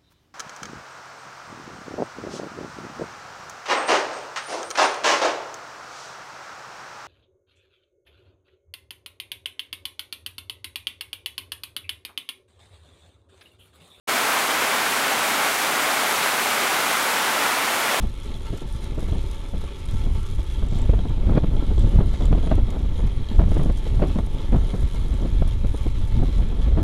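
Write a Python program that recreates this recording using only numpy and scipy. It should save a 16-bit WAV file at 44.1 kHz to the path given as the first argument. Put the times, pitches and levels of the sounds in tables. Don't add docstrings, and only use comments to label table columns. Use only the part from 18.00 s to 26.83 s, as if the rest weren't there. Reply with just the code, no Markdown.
import sys
import numpy as np
from scipy import signal
from scipy.fft import rfft, irfft, next_fast_len
from scipy.io import wavfile
from scipy.ndimage import uniform_filter1d, map_coordinates

SR = 44100
rng = np.random.default_rng(int(sys.argv[2]) if len(sys.argv) > 2 else 0)


def transcribe(signal):
    frames = np.atleast_2d(signal).T
    limited = np.clip(frames, -1, 1)
    pcm = np.round(limited * 32767).astype(np.int16)
    wavfile.write(sys.argv[1], SR, pcm)


N = 389403

# frequency_hz, relative_db
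TYRE_SPECTRUM = [(100, 4), (400, 10.5), (700, -8), (1150, 2.5), (1500, -5), (1900, -1), (2800, -1),
                 (3400, 2), (4100, -1.5), (4600, -9), (7000, -12.5), (8300, -18.5), (10000, -16),
                 (13000, -25)]
LINK_SPECTRUM = [(1500, 6), (3300, -8), (5000, 3), (7300, 2.5), (8200, 0.5), (9000, 2), (10300, 1.5),
                 (11000, -5), (12800, -2), (14000, -30)]
GRATE_SPECTRUM = [(2000, -19), (3500, 6), (5500, -2), (7800, 0), (9000, -19), (13000, -24)]
RUMBLE_SPECTRUM = [(8, -6), (20, 2.5), (36, 1), (55, -3), (80, -13), (120, -24), (200, -35.5), (400, -47.5),
                   (1000, -104)]
BUFFET_SPECTRUM = [(20, -26), (50, -0.5), (80, 3.5), (125, -6), (180, -12.5), (260, -18), (400, -29.5),
                   (1000, -77.5)]
FLUTTER_SPECTRUM = [(60, -17), (130, 0), (220, -3), (330, -8), (500, -12.5), (750, -19), (1200, -27),
                    (2000, -38.5), (5000, -72)]
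SLAP_SPECTRUM = [(40, -5), (150, 7), (300, 1), (550, -13.5), (800, -18.5), (1400, -32), (2500, -50.5),
                 (10000, -80)]
TEAR_SPECTRUM = [(200, -4.5), (650, 7), (850, -8), (1250, -8), (1800, -16.5), (3000, -23), (4500, -31),
                 (10000, -80)]
# centre_hz, width_hz, lift_db
HOUSING_RESONANCES = [(385, 68, 8), (557.6, 55, 13), (878, 94, 16.5), (1132, 54, 3.5), (1342, 54, 10.5),
                      (1730, 99, 5.5), (1843, 83, -5.5), (2177, 150, 5), (3240, 120, 3), (3900, 140, 2)]
# pitch_hz, relative_db, t60_s
CHAINRING_MODES = [(3256, 1.5, 0.029), (3460, 2, 0.023), (3784, -2, 0.02)]
ROLLER_MODES = [(6770, -5.5, 0.022), (9500, 0.5, 0.024), (10250, -11, .012)]
PLATE_MODES = [(3310, 5, 0.022), (3490, 2, 0.017), (3840, -0.5, 0.019), (6800, -7, .012)]
# time_s, teeth_per_s
TOOTH_RATE = [(0, 86), (2, 84.6), (4, 86.8), (6, 87), (8.8, 86.8)]
# time_s, relative_db
CHAIN_CONTOUR = [(0, -56.5), (1.3, -55), (1.74, -57), (1.95, -54.5), (2.4, -55), (3.24, -65), (3.8, -58.5),
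                 (5.3, -64.5), (5.55, -54), (5.8, -56.5), (6.5, -59), (6.88, -54.5), (7.55, -62.5),
                 (7.74, -55.5), (8.78, -64.5)]
RING_CONTOUR = [(0, -59.5), (2.2, -58), (2.55, -54), (3.1, -59), (3.24, -64), (3.4, -58), (4.45, -57),
                (4.65, -58.5), (5.3, -58.5), (6.4, -60), (7.0, -57), (8.8, -60)]
FLOW_CONTOUR = [(0.0, -22), (0.05, -20), (0.12, -31.5), (0.42, -30), (0.51, -25), (0.58, -31.5),
                (0.73, -24.5), (0.78, -29.5), (1.1, -25), (1.22, -25.5), (1.27, -25.5), (1.47, -30.5),
                (1.57, -24), (1.74, -36.5), (1.96, -21.5), (2.25, -24), (2.28, -29), (2.4, -23),
                (2.45, -36), (2.5, -22.5), (2.87, -19.5), (2.89, -14.5), (3.09, -22), (3.33, -17),
                (3.38, -26), (3.45, -15), (3.67, -23), (3.8, -14), (3.87, -15.5), (3.92, -24),
                (3.95, -15.5), (4.16, -20), (4.29, -15), (4.48, -22), (4.63, -15), (4.71, -26), (4.81, -24),
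                (4.88, -16.5), (4.99, -22.5), (5.07, -18), (5.12, -24.5), (5.2, -19), (5.27, -28),
                (5.39, -14.5), (5.44, -16.5), (5.68, -17.5), (5.83, -26.5), (5.96, -19), (6.35, -22.5),
                (6.37, -26), (6.54, -17), (6.77, -27.5), (6.86, -19.5), (6.91, -25.5), (6.96, -22),
                (7.27, -21.5), (7.38, -15.5), (7.53, -22), (7.68, -18), (7.79, -26), (7.89, -17),
                (8.09, -21.5), (8.13, -17.5), (8.33, -20), (8.36, -15.5), (8.48, -24.5), (8.8, -16.5)]
TURBULENCE_CONTOUR = [(0, -53), (.5, -40.5), (1.05, -42), (1.3, -42.5), (1.85, -46), (2.07, -39),
                      (2.3, -59), (2.56, -44), (2.64, -36.5), (3.05, -37), (3.14, -40), (3.3, -30),
                      (3.8, -35.5), (4.08, -35), (4.4, -35), (4.6, -36), (4.75, -33.5), (5.0, -34),
                      (5.26, -43), (5.45, -32.5), (5.62, -31), (5.8, -42.5), (6.0, -37), (6.12, -35),
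                      (6.4, -34), (6.58, -39), (7.08, -38.5), (7.3, -34), (7.58, -43), (7.85, -46),
                      (8.1, -39.5), (8.24, -35.5), (8.36, -38.5), (8.65, -35), (8.8, -32.5)]
# middle_s, length_s, level_db
PING_SWELLS = [(2.935, 0.046, -62), (4.07, .09, -67), (4.448, 0.036, -52), (5.0, .04, -55), (5.18, .1, -64),
               (5.56, 0.11, -61), (6.67, .12, -61), (7.6, .03, -61), (7.75, .09, -58)]
GRATE_SWELLS = [(2.753, 0.15, -53.5), (3.813, 0.12, -54), (4.19, 0.19, -53)]
# start_s, ring_db, pitch_hz, t60_s, crack_db
STEEL_TICKS = [(0.2005, -47, 9600, .02, -48), (0.575, -54, 9600, .02, -42), (0.7253, -42, 9560, .022, -49),
               (0.7617, -46, 9690, .02, -46), (0.8435, -44, 9560, .02, -47), (1.312, -44, 9300, 0.018, -41),
               (1.856, -42, 9560, .022, -46), (2.2309, -48, 9500, .02, -48), (2.312, -51, 9560, .02, -45),
               (2.6853, -42, 7800, .011, -52), (2.788, -40, 7700, .011, -52), (2.818, -37, 7700, .011, -56),
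               (3.794, -37, 7600, .011, -48), (3.8911, -47, 9700, .012, -47),
               (4.1331, -49, 7600, 0.0099, -48), (4.2555, -34, 7640, 0.0096, -46),
               (4.5531, -45, 9500, .02, -47), (4.7046, -47, 7010, .011, -43), (5.068, -52, 9600, .02, -46),
               (5.6325, -42, 9500, .02, -46), (5.7698, -48, 9500, .02, -53), (6.2627, -45, 9600, .02, -48),
               (6.8069, -43, 9450, 0.02, -54), (7.1397, -42, 7660, .011, -53), (7.477, -43, 9600, .03, -44),
               (7.49, -45, 9700, .02, -51), (8.3814, -47, 6660, .011, -46)]
# start_s, relative_db
CHAIN_SHAKES = [(0.2104, -49), (0.341, -39), (0.4823, -48), (1.1827, -42), (2.0368, -44), (2.2887, -48),
                (2.545, -45), (2.755, -47), (2.9913, -45), (3.0849, -45), (3.5666, -44.5), (3.68, -43),
                (3.78, -40), (3.8067, -44), (4.2228, -43), (4.2557, -43), (4.4278, -46), (5.2874, -38),
                (6.385, -43), (7.5102, -42), (8.62, -41.5)]
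# middle_s, peak_db, width_s
PRESSURE_SWINGS = [(1.123, -11.5, 0.0023), (2.899, -4, 0.0031), (3.992, -6, 0.0018), (5.392, -3.5, 0.0043),
                   (6.545, -9, 0.0049), (7.422, -17.5, 0.00074)]
# time_s, relative_db, edge_re_body_db, t60_s
EDDY_IMPACTS = [(0.036, -19, -33, 0.11), (0.527, -21, -15, 0.13), (0.618, -23, -24, 0.097),
                (0.976, -18.5, -12.5, 0.11), (1.024, -22, -30, 0.066), (1.084, -23, -7, 0.062),
                (1.121, -20, -24, 0.11), (1.153, -17, -16, 0.054), (1.534, -23, -18, 0.15),
                (1.636, -26, -25, 0.055), (2.389, -24, -10, 0.035), (2.723, -16.5, -20, 0.043),
                (2.893, -10.5, -11.5, 0.039), (2.932, -17.5, -7.5, 0.088), (2.987, -19.5, -8, .06),
                (3.051, -17, -32, 0.074), (3.293, -11.5, -22, 0.14), (3.352, -10.5, -12, .04),
                (3.364, -12, -12, 0.036), (3.371, -10, -13, .02), (3.375, -5.5, -5.5, 0.033),
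                (3.435, -13, -12.5, .03), (3.441, -10.5, -22, .03), (3.533, -24, -28, .06),
                (3.622, -17.5, -25, 0.055), (3.776, -16, -17, 0.067), (3.836, -19.5, -10, .07),
                (3.87, -16, -26, 0.036), (3.935, -16.5, -17, .05), (3.986, -14.5, -14, 0.15),
                (4.006, -14.5, -9, 0.1), (4.138, -25, -5.5, .05), (4.205, -21, -6.5, 0.2),
                (4.326, -9.5, -9.5, 0.046), (4.348, -12, -15, .035), (4.377, -12.5, -20, 0.047),
                (4.47, -16.5, -6, 0.041), (4.512, -10, -3, 0.062), (4.522, -11.5, -5, 0.029),
                (4.578, -15.5, -11, 0.093), (5.312, -15.5, -20, 0.037), (5.391, -13, -6.5, 0.14),
                (5.413, -14, -8, 0.046), (5.434, -18, -5, 0.037), (5.516, -15, -7, 0.039),
                (5.565, -12, -12, .04), (5.594, -9, -15, .05), (5.612, -15, -13, 0.037),
                (5.655, -13, -16, 0.081), (5.696, -13.5, -6, .05), (5.866, -18, -32, .07),
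                (5.994, -16, -11, .07), (6.019, -9.5, -5.5, 0.14), (6.158, -11, -24, 0.054),
                (6.185, -11.5, -7, 0.047), (6.524, -14, -11, 0.14), (6.54, -11, -11.5, 0.14),
                (6.56, -8, -19, .04), (6.64, -20, -26, .04), (6.737, -11.5, -20, .085),
                (7.22, -21, -19, 0.092), (7.248, -16, -22, 0.14), (7.421, -15.5, -4, 0.036),
                (7.643, -17, -18, 0.13), (7.742, -16, -25, 0.044), (7.862, -12.5, -38, 0.049),
                (8.225, -14, -13, 0.089), (8.771, -14.5, -10.5, 0.28)]

CHAINRING_TEETH = 48
TYRE_DB, PING_DB, RASP_DB = -45, -10.5, -1.3
RUMBLE_DB, FLUTTER_DB, GUST_DB = 1.2, -1, 1.5
BUFFET_DB, BUFFET_GROWTH = -9, 0.18
EDDY_RISE_S, WAKE_RISE_S, WAKE_FALL_S = 0.021, 0.13, 0.1
WAKE_DB = -22.5
OVERLOAD, TOP_HZ = 0.94, 13600


def amp(db):
    return 10 ** (np.asarray(db) / 20)


def unit(x):
    return x / np.sqrt(np.mean(x ** 2) + 1e-20)


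def contour(rows):
    return np.interp(np.arange(N) / SR, *np.transpose(rows))


def wobble(rate_hz):
    knots = rng.standard_normal(int(N * rate_hz / SR) + 4)
    return unit(map_coordinates(knots, [np.arange(N) * rate_hz / SR]))


def swells(rows):
    t = np.arange(N) / SR
    return sum(amp(db) * np.exp(-(2 * (t - s) / length) ** 2) for s, length, db in rows)


def colour(x, spectrum, peaks=()):
    size = 2 * next_fast_len(N // 2 + 8192)
    hz = np.fft.rfftfreq(size, 1 / SR)
    knot_hz, knot_db = np.transpose(spectrum)
    db = np.interp(np.log(hz + 1), np.log(knot_hz + 1), knot_db)
    db += sum(lift / (1 + (2 * (hz - centre) / width) ** 2) for centre, width, lift in peaks)
    cepstrum = irfft(np.log(amp(db)))
    cepstrum[1:size // 2] *= 2
    cepstrum[size // 2 + 1:] = 0
    return unit(irfft(rfft(x, size) * np.exp(rfft(cepstrum)))[:N])


def noise(spectrum):
    return colour(rng.standard_normal(N), spectrum)


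def steady(x, seconds):
    power = uniform_filter1d(x ** 2, max(int(seconds * SR), 8))
    return x / np.sqrt(np.abs(power) + 1e-6)


def patches(x, depth_db):
    bands = signal.stft(x, nperseg=1024)[2]
    field = uniform_filter1d(rng.standard_normal(bands.shape), size=6, axis=0)
    field = uniform_filter1d(field, size=8, axis=1)
    return signal.istft(bands * amp(depth_db * unit(field)), nperseg=1024)[1][:N]


def ringing(starts, gains, modes, detune):
    lag = np.arange(SR // 40)
    t, waves = lag / SR, 0
    scatter = rng.standard_normal((len(starts), len(modes), 2))
    for k, (hz, db, t60) in enumerate(modes):
        pitch, strength = scatter[:, k].T[:, :, None]
        envelope = amp(db + 2.5 * strength - 60 * t / t60)
        waves = waves + envelope * np.sin(2 * np.pi * hz * (1 + detune * pitch) * t)
    waves *= gains[:, None] * (1 - np.exp(-t / .0003))
    return np.bincount((starts[:, None] + lag).ravel(), waves.ravel(), N)[:N]


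def pedalling(depth_db, peak_turns, per_turn=2):
    turns = np.cumsum(contour(TOOTH_RATE)) / SR / CHAINRING_TEETH
    return depth_db * np.cos(2 * np.pi * per_turn * (turns - peak_turns))


def tyres():
    level_db = TYRE_DB + pedalling(depth_db=1, peak_turns=.48) + 0.37 * wobble(3.3)
    grain = amp(0.99 * wobble(30) + 1.67 * wobble(400))
    road = patches(grain * rng.standard_normal(N), depth_db=1.5)
    return amp(level_db) * colour(road, TYRE_SPECTRUM, HOUSING_RESONANCES)


def chain():
    tension_db = pedalling(depth_db=0.9, peak_turns=0.47)
    running_db = contour(CHAIN_CONTOUR) + tension_db
    seats = np.diff(np.floor(np.cumsum(contour(TOOTH_RATE)) / SR), prepend=0)
    impacts = seats * amp(2 * rng.standard_normal(N) + 2.2 * wobble(26))
    starts = np.flatnonzero(seats)
    ring = steady(ringing(starts, impacts[starts], CHAINRING_MODES, detune=0.028), seconds=0.17)
    roller_hits = (impacts * amp(2 * wobble(24)))[starts]
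    ping = steady(ringing(starts, roller_hits, ROLLER_MODES, detune=0.0076), seconds=0.13)
    loose_links = rng.random(N) < 200 / SR
    chatter = loose_links * amp(-9 + 4.5 * rng.standard_normal(N) + 2.5 * wobble(25))
    t = np.arange(SR // 20) / SR
    scrape = amp(-60 * t / .034) * (1 - np.exp(-t / .0002))
    contact = signal.oaconvolve(impacts + chatter, scrape)[:N]
    rasp = steady(colour(contact * rng.standard_normal(N), LINK_SPECTRUM), seconds=0.22)
    ring_gain = amp(contour(RING_CONTOUR) + tension_db + 1.5 * wobble(30))
    ping_gain = np.hypot(amp(running_db + PING_DB), swells(PING_SWELLS))
    rasp_gain = amp(running_db + RASP_DB + 1.1 * wobble(24))
    return ring_gain * ring + ping_gain * ping + rasp_gain * rasp


def grates():
    grit = amp(4.4 * wobble(180)) * rng.standard_normal(N)
    return swells(GRATE_SWELLS) * colour(grit, GRATE_SPECTRUM)


def faint_ticks(count=10, middle_db=-49, middle_hz=7000):
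    when, strength, pitch = rng.random((count, 3)).T
    levels_db = middle_db + 6 * (strength - .5)
    pitches_hz = middle_hz * 2 ** (0.73 * (pitch - .5))
    return [(s, db, hz, .015, db - 2) for s, db, hz in zip(when * (N - 1) / SR, levels_db, pitches_hz)]


def rattles(crack_t60_s=.03):
    out, t = np.zeros(N + SR), np.arange(SR // 20) / SR
    hiss = np.pad(noise(LINK_SPECTRUM), (0, SR))
    for s, ring_db, ring_hz, t60, crack_db in STEEL_TICKS + faint_ticks():
        start = round(s * SR)
        span = slice(start, start + len(t))
        phase_drift = 0.16 * np.cumsum(rng.standard_normal(len(t)))
        ring = amp(ring_db - 60 * t / t60) * np.sin(2 * np.pi * ring_hz * t + phase_drift)
        crack = amp(crack_db - 60 * t / crack_t60_s) * hiss[span]
        out[span] += ring + crack
    return out[:N]


def clinks(bounce_s=.013, loss_db=5, crack_db=-11.5):
    s, db = np.transpose(CHAIN_SHAKES)[:, :, None]
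    bounce = np.arange(3)
    jitter = rng.uniform(-.15, .15, (len(CHAIN_SHAKES), len(bounce)))
    starts = np.round((s + bounce_s * bounce * (1 + jitter)) * SR).astype(int).ravel()
    gains = amp(db - bounce * loss_db).ravel()
    t = np.arange(SR // 40) / SR
    contact = signal.oaconvolve(np.bincount(starts, gains, N), amp(crack_db - 60 * t / 0.023))[:N]
    return ringing(starts, gains, PLATE_MODES, detune=0.022) + contact * noise(LINK_SPECTRUM)


def thuds():
    t, out = np.arange(N) / SR, np.zeros(N)
    for s, db, width in PRESSURE_SWINGS:
        passage = (t - s) / width
        out += amp(db) * passage * np.exp((1 - passage ** 2) / 2)
    return out


def slaps():
    t, body_power, edge_power = np.arange(N) / SR, np.zeros(N), np.zeros(N)
    for s, db, edge_db, t60 in EDDY_IMPACTS:
        near = np.abs(t - s) < .15
        age = t[near] - s - .003
        blow = amp(db - 60 * np.maximum(age / t60, -age / EDDY_RISE_S))
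        wake = amp(db + WAKE_DB - 60 * np.maximum(age / WAKE_FALL_S, -age / WAKE_RISE_S))
        power = blow ** 2 + wake ** 2
        body_power[near] += power
        edge_power[near] += power * amp(edge_db - 36 * np.abs(age)) ** 2
    thump = amp(-5.5) * np.sqrt(body_power) * steady(noise(SLAP_SPECTRUM), seconds=0.0046)
    spurts = amp(3.1 * wobble(600))
    tear = amp(-6.5) * np.sqrt(edge_power) * steady(spurts * noise(TEAR_SPECTRUM), seconds=0.0071)
    return thump + tear


def wind():
    flow_db = contour(FLOW_CONTOUR)
    gust = wobble(20)
    gust_db = GUST_DB * gust - 0.19 * np.minimum(gust, 0) ** 2
    sway_db = pedalling(depth_db=1, peak_turns=0.72, per_turn=1)
    rumble_db = flow_db + RUMBLE_DB + gust_db + pedalling(depth_db=0.44, peak_turns=0.27)
    buffet_db = rumble_db + BUFFET_DB + BUFFET_GROWTH * (flow_db - flow_db.mean())
    flutter_db = contour(TURBULENCE_CONTOUR) + FLUTTER_DB + 1.54 * gust_db + sway_db
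    rumble = steady(noise(RUMBLE_SPECTRUM), seconds=0.052)
    buffet = steady(amp(2.9 * wobble(45)) * noise(BUFFET_SPECTRUM), seconds=0.0816)
    lumps = amp(3.5 * wobble(70) + 2.9 * np.abs(rumble))
    flutter = steady(lumps * noise(FLUTTER_SPECTRUM), seconds=0.065)
    return amp(rumble_db) * rumble + amp(buffet_db) * buffet + amp(flutter_db) * flutter


def scene():
    return (wind() + thuds() + slaps() + tyres() + chain() + grates() + rattles() + clinks())[None]


def record(dry):
    saturated = dry / (1 + np.abs(dry / OVERLOAD) ** 6) ** (1 / 6)
    size = next_fast_len(N + 8192)
    hz = np.fft.rfftfreq(size, 1 / SR)
    return irfft(rfft(saturated, size) / (1 + (hz / TOP_HZ) ** 60), size)[:, :N]


dry = scene()
out = record(dry)
transcribe(out)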